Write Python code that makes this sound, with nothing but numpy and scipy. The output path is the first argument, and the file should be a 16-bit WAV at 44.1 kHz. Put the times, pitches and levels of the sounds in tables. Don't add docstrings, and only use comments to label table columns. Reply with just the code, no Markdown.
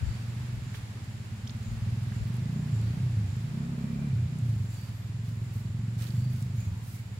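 import sys
import numpy as np
from scipy import signal
from scipy.fft import rfft, irfft, next_fast_len
from scipy.io import wavfile
from scipy.ndimage import map_coordinates

SR = 44100
rng = np.random.default_rng(int(sys.argv[2]) if len(sys.argv) > 2 else 0)


def wav_out(sig):
    wavfile.write(sys.argv[1], SR, np.round(np.clip(np.atleast_2d(sig).T, -1, 1) * 32767).astype(np.int16))


N = 317079


def engine(gas_db=-21, wash_db=-12, roar_db=-17.5, rasp_db=5, load_hz=13, lead_s=0.00449):
    # t/s, firing rate/Hz
    revs = [(0, 22.0), (.47, 24.7), (.87, 15.7), (1.66, 18.1), (2.29, 22.4), (2.57, 31.1), (2.84, 27.3),
            (2.99, 32.3), (3.31, 23.7), (3.62, 34.3), (3.9, 33.0), (4.05, 36.2), (4.22, 30.4), (4.44, 30.1),
            (4.86, 17.6), (5.27, 22.6), (5.54, 20.8), (6.48, 25.8), (6.88, 16.9), (7.19, 17.0)]
    # f/Hz, level/dB
    bark_tone = [(30, -51.5), (70, -6), (110, -10.5), (145, 6), (170, 1.5), (200, -2.5), (222, -7.5),
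                 (250, -6), (278, -22.5), (335, -19.5), (400, -24.5), (500, -33.5), (1200, -71)]
    # f/Hz, level/dB
    pipe_tone = [(100, -48.5), (170, -20), (200, -3.5), (214, 11), (238, 2), (254, -5.5), (290, -41.5),
                 (500, -82)]
    # t/s, level/dB
    hum_ride = [(0, -47.5), (.7, -51.5), (.9, -58.5), (1.5, -43), (2.1, -47), (2.6, -47), (3.2, -58),
                (3.65, -37.5), (4.0, -35.5), (4.2, -56), (5, -63), (6.4, -45), (6.85, -60)]
    rate, = curves(revs)
    hum_db, = curves(hum_ride)
    boom_db, bark_db, boom_hz = exhaust(rate)
    load = np.clip((bark_db - boom_db + 11) / 9, 0, 1)
    cycle = np.cumsum(rate) / SR + .5
    fired = np.flatnonzero(np.diff(np.floor(cycle)))
    unevenness = amp(-7 * load[fired])
    timing, force, detune = rng.standard_normal((len(fired), 3)).T * unevenness
    at = fired + .00045 * timing * SR
    strength = amp(1.9 * force)
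    notes_hz = boom_hz[fired] + load_hz * load[fired] + 3.5 * detune
    boom = held(silencer(at, strength, notes_hz, load[fired]), boom_db)
    onsets = np.clip(at - lead_s * SR, 0, N - 1).astype(int)
    pulses = unit(np.bincount(onsets, -strength, N))
    gush = unit(np.exp(-2.5 * (cycle % 1)))
    gas = amp(gas_db) * gush * rng.standard_normal(N)
    bark = held(ringing(pulses + gas, bark_tone), bark_db)
    hum = held(ringing(pulses, pipe_tone), hum_db - 3)
    wash = hiss([(25, -56), (55, -12), (82, -13), (200, -9), (280, -28), (600, -38.5), (2000, -70)])
    wash = amp(boom_db + wash_db) * wash.mean(axis=0)
    roar = hiss([(60, -15), (200, 16), (330, -12.5), (400, -1.5), (480, -12), (630, -6.5),
                 (800, -13.5), (1200, -14), (2400, -23), (5000, -55)])
    roar *= amp(bark_db + roar_db + rasp_db * load) * (1 + 0.64 * gush)
    return (boom + bark + hum + wash) * amp([[-.4], [.4]]) + roar


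def silencer(at, sizes, hz, load, idle_life_s=0.0072, load_life_s=0.0063, lead_s=0.0097):
    out, t = np.zeros(N), np.arange(SR // 8) / SR
    lives = idle_life_s + load * (load_life_s - idle_life_s)
    for s, size, f, life in zip(at / SR, sizes, hz, lives):
        envelope = (t / life) ** 2 * np.exp(-t / life)
        add(out, s - lead_s, size * envelope * np.cos(2 * np.pi * f * (t - lead_s)))
    return out


def exhaust(rate, cruise_hz=20, pull_hz=27, full_hz=34.4):
    # t/s, level/dB
    effort = [(0, -3.5), (.6, -3), (1.4, -1.5), (2.0, 5), (2.55, 4), (3.3, 0), (4.0, 1.5), (4.5, 0),
              (5.05, -1), (5.7, 4.5), (6.3, 2), (6.8, -1), (7.19, -2.5)]
    effort_db, = curves(effort)
    octaves = np.log2(rate / cruise_hz)
    surge, sag_hz = booming()
    wide = np.clip((rate - pull_hz) / (full_hz - pull_hz), 0, 1) * np.clip(1 - surge, 0, 1)
    boom_db = -35.5 + 8.5 * octaves + 0.47 * effort_db - 14 * wide + 5 * surge
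    bark_db = -48.5 + 12 * octaves + effort_db + 3.5 * wide - 3.5 * surge
    boom_hz = 113.5 + 17 * octaves - sag_hz
    return boom_db, bark_db, boom_hz


def booming(attack_s=0.022, release_s=0.046):
    # t/s, length/s, depth/0-1, pitch sag/Hz
    boom_swells = [(1.807, 0.22, 0.68, 3), (2.713, 0.2, 0.75, 23), (2.993, 0.31, 0.79, 19),
                   (4.089, 0.19, 0.8, 23.5), (4.405, 0.24, 0.84, 12), (6.15, 0.17, 0.86, -6),
                   (6.54, 0.23, 0.55, 22)]
    t, surge, sag_hz = np.arange(N) / SR, np.zeros(N), np.zeros(N)
    for s, length, depth, fall_hz in boom_swells:
        envelope = np.clip(np.minimum((t - s) / attack_s, (s + length - t) / release_s) + .5, 0, 1)
        surge += depth * envelope
        sag_hz += fall_hz * envelope * (t - s) / length
    return surge, sag_hz


def rope(grain_db=2.0, handling_db=-74):
    # t/s, length/s, rub level/dB, swish level/dB
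    strokes = [(0.733, 0.088, -52, -56.5), (1.696, .12, -61, -69), (3.268, 0.28, -60, -76),
               (4.37, 0.45, -61, -68), (4.68, 0.39, -61, -61.5), (5.22, 0.18, -63, -65),
               (5.515, 0.16, -72, -57.5), (5.972, 0.19, -50, -51.5), (6.09, 0.25, -59.5, -60),
               (6.274, 0.29, -58.5, -59), (6.53, 0.22, -61, -63), (6.813, 0.29, -64, -54.5)]
    # f/Hz, level/dB
    rub_tone = [(300, -15), (800, 3.5), (1600, 8.5), (2500, 6), (3500, 6), (5000, 4), (8000, -1),
                (15000, -47)]
    # f/Hz, level/dB
    swish_tone = [(1500, -30), (5000, -7), (8000, -6), (11000, -5.5), (14000, -6), (16000, -6.5)]
    rub = np.zeros(N)
    swish = amp(handling_db + 1.4 * wobble(5.5))
    for s, length, rub_db, swish_db in strokes:
        stroke = swell(length, skew=0.59)
        add(rub, s, amp(rub_db) * stroke)
        add(swish, s, amp(swish_db) * stroke)
    catching = unit(amp(grain_db * wobble(600) + wobble(90) + wobble(25)))
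    return catching * (rub * hiss(rub_tone) + swish * hiss(swish_tone)) * amp([[-2], [2]])


def ticks(faint_per_s=7, faint_db=-60.5, spread_db=9.5, faint_hz=9000):
    # t/s, level/dB, f/Hz, width/Hz
    snaps = [(0.744, -43, 1500, 3000), (.749, -43, 3300, 700), (0.973, -48, 1190, 1000),
             (1.472, -42.5, 3450, 700), (1.476, -41.5, 5500, 1810), (1.495, -40.5, 3970, 2820),
             (1.506, -48, 6600, 1500), (2.119, -46, 1480, 2000), (4.387, -51, 8500, 6000),
             (4.743, -50, 9000, 8000), (5.539, -49, 13000, 6000), (6.021, -44, 9000, 14000),
             (6.069, -45, 4060, 2000), (6.105, -46.5, 4500, 1800), (6.333, -48, 11500, 4000),
             (6.425, -45, 7900, 7000), (6.777, -55, 11900, 8000)]
    out, t = np.zeros((2, N)), np.arange(SR // 8) / SR
    chance = rng.uniform(-1, 1, (int(faint_per_s * N / SR), 3))
    faint = [(abs(when) * N / SR, faint_db + spread_db * force, faint_hz * 2 ** (pitch / 2), faint_hz)
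             for when, force, pitch in chance]
    for s, db, hz, width in snaps + faint:
        t60 = 0.029 * np.sqrt(4000 / hz)
        add(out, s, amp(db - 60 * t / t60) * band(len(t), hz, width))
    return out * amp([[-2], [2]])


def air_bumps(draught_db=-58):
    # t/s, length/s, f/Hz, level/dB
    pushes = [(0, 0.15, 76, -27.5), (0.528, 0.09, 54, -35), (1.631, 0.36, 59, -39.5),
              (2.189, 0.077, 63, -35)]
    stirring = amp(draught_db + 2.5 * wobble(4))
    out = stirring * hiss([(20, -26), (45, 8), (90, -1), (200, -7), (500, -34)])
    for s, length, hz, db in pushes:
        push = unit(band(int(length * SR), hz, width=0.59 * hz)[0])
        add(out, s, amp(db) * swell(length, skew=0.75) * push)
    return out * amp([[4], [-9]])


def grove(chorus_db=-67.5):
    # t/s, level/dB
    leaf_ride = [(0, -53.5), (1.2, -57), (2.1, -55), (4.1, -57.5), (5.3, -58.5), (7.19, -59.5)]
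    # f/Hz, level/dB
    leaf_tone = [(25, 10), (100, 18.5), (300, 4), (500, -2.5), (900, -1.5), (1350, -2.5), (1900, -2),
                 (2500, -3.5), (3200, -6.5), (4700, -8), (6200, -12.5), (9000, -16), (12000, -20),
                 (15800, -31.5)]
    ride_db, = curves(leaf_ride)
    flutter = amp(.4 * wobble(7))
    leaves = amp(ride_db + 9.5) * flutter * hiss(leaf_tone)
    shimmer = amp(chorus_db + wobble(25))
    chorus = shimmer * hiss([(5500, -54), (6550, -11), (6950, 1), (7300, 0), (7850, -6), (9500, -35)])
    return (leaves + chorus) * amp([[-.7], [.7]])


def calls(chirp_s=0.22, chirp_width_hz=900, trill_s=0.33, trill_hz=4580, trill_width_hz=220):
    # t/s, f/Hz, level/dB
    chirp_cues = [(0, 7270, -62), (.59, 7100, -63), (1.0, 7300, -68), (1.59, 6900, -62), (2.09, 7100, -62),
                  (2.5, 7100, -65), (2.67, 7300, -61), (3.23, 7100, -64), (4.641, 7200, -60),
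                  (6.09, 7350, -64), (6.53, 6900, -58.5)]
    # t/s, level/dB
    trill_cues = [(0, -62), (2.68, -64), (4.68, -62), (6.11, -62)]
    # t/s, length/s, f/Hz, width/Hz, level/dB
    far_calls = [(2.22, .12, 15200, 900, -68), (3.601, 1, 2370, 220, -63), (6.549, 0.21, 2330, 450, -62),
                 (6.579, 0.38, 930, 250, -62), (6.895, 0.2, 2140, 454, -62)]
    out = np.zeros((2, N))
    chirps = [(s, chirp_s, hz, chirp_width_hz, db) for s, hz, db in chirp_cues]
    trills = [(s, trill_s, trill_hz, trill_width_hz, db) for s, db in trill_cues]
    for s, length, hz, width, db in chirps + trills + far_calls:
        add(out, s, amp(db) * swell(length, skew=0.76) * band(int(length * SR), hz, width))
    return out


def squeak(waver_hz=90):
    # t/s, f/Hz, level/dB
    glide = [(4.91, 12400, -100), (4.95, 12550, -66), (5.01, 12650, -68), (5.065, 13650, -70),
             (5.095, 12600, -75), (5.11, 12400, -100)]
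    pitch_hz, db = curves(glide)
    sounding = db > max(db[0], db[-1])
    phase = 2 * np.pi * np.cumsum(pitch_hz + waver_hz * wobble(700)) / SR
    return sounding * amp(db) * np.sin(phase)


def amp(db):
    return 10 ** (np.asarray(db) / 20)


def unit(x):
    return x / np.sqrt(np.mean(x ** 2) + 1e-20)


def along(points, hz):
    f, v = np.transpose(points)
    return np.interp(np.log(hz + 1), np.log(f + 1), v)


def curves(rows):
    s, *cols = np.transpose(rows)
    return [np.interp(np.arange(N) / SR, s, c) for c in cols]


def wobble(rate):
    return map_coordinates(rng.standard_normal(int(N * rate / SR) + 4), [np.arange(N) * rate / SR])


def filtered(x, response):
    m = next_fast_len(N + SR // 2, True)
    return irfft(rfft(x, m) * response(np.fft.rfftfreq(m, 1 / SR)), m)[..., :N]


def ringing(x, spectrum, size=16384):
    gain = amp(along(spectrum, np.fft.rfftfreq(size, 1 / SR)))
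    cepstrum = irfft(np.log(gain))
    cepstrum[1:size // 2] *= 2
    cepstrum[size // 2 + 1:] = 0
    return signal.fftconvolve(x, irfft(np.exp(rfft(cepstrum))))[:N]


def hiss(spectrum):
    # f/Hz, left-right correlation/0-1
    likeness = [(30, 0.52), (250, 0.8), (600, 0.34), (1200, 0), (10000, 0)]

    def mid_side_gains(hz):
        angle = np.arccos(np.clip(along(likeness, hz), -1, 1)) / 2
        return amp(along(spectrum, hz)) * [np.cos(angle), np.sin(angle)]

    mid, side = filtered(rng.standard_normal((2, N)), mid_side_gains)
    return unit(np.array([mid + side, mid - side]))


def band(n, hz, width):
    f = np.fft.rfftfreq(SR, 1 / SR)
    white = rfft(rng.standard_normal((2, SR)))
    return unit(irfft(white / (1 + ((f - hz) / width * 2) ** 4)))[:, :n]


def swell(length, skew):
    return np.sin(np.pi * np.linspace(0, 1, int(length * SR)) ** skew) ** 2


def add(track, s, sound):
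    part = track[..., max(0, round(s * SR)):][..., :sound.shape[-1]]
    part += sound[..., :part.shape[-1]]


def held(x, db):
    window = signal.windows.hann(SR // 4)
    power = signal.fftconvolve(x ** 2, window, "same") / signal.fftconvolve(np.ones(N), window, "same")
    return x / np.sqrt(np.abs(power) + 1e-20) * amp(db)


def scene():
    return engine() + grove() + calls() + squeak() + rope() + air_bumps() + ticks()


def record(dry, low_cut_hz=40, top_hz=15800):
    return filtered(dry, lambda hz: (hz < top_hz) / np.sqrt(1 + (low_cut_hz / (hz + 1)) ** 6))


dry = scene()
out = record(dry)
wav_out(out)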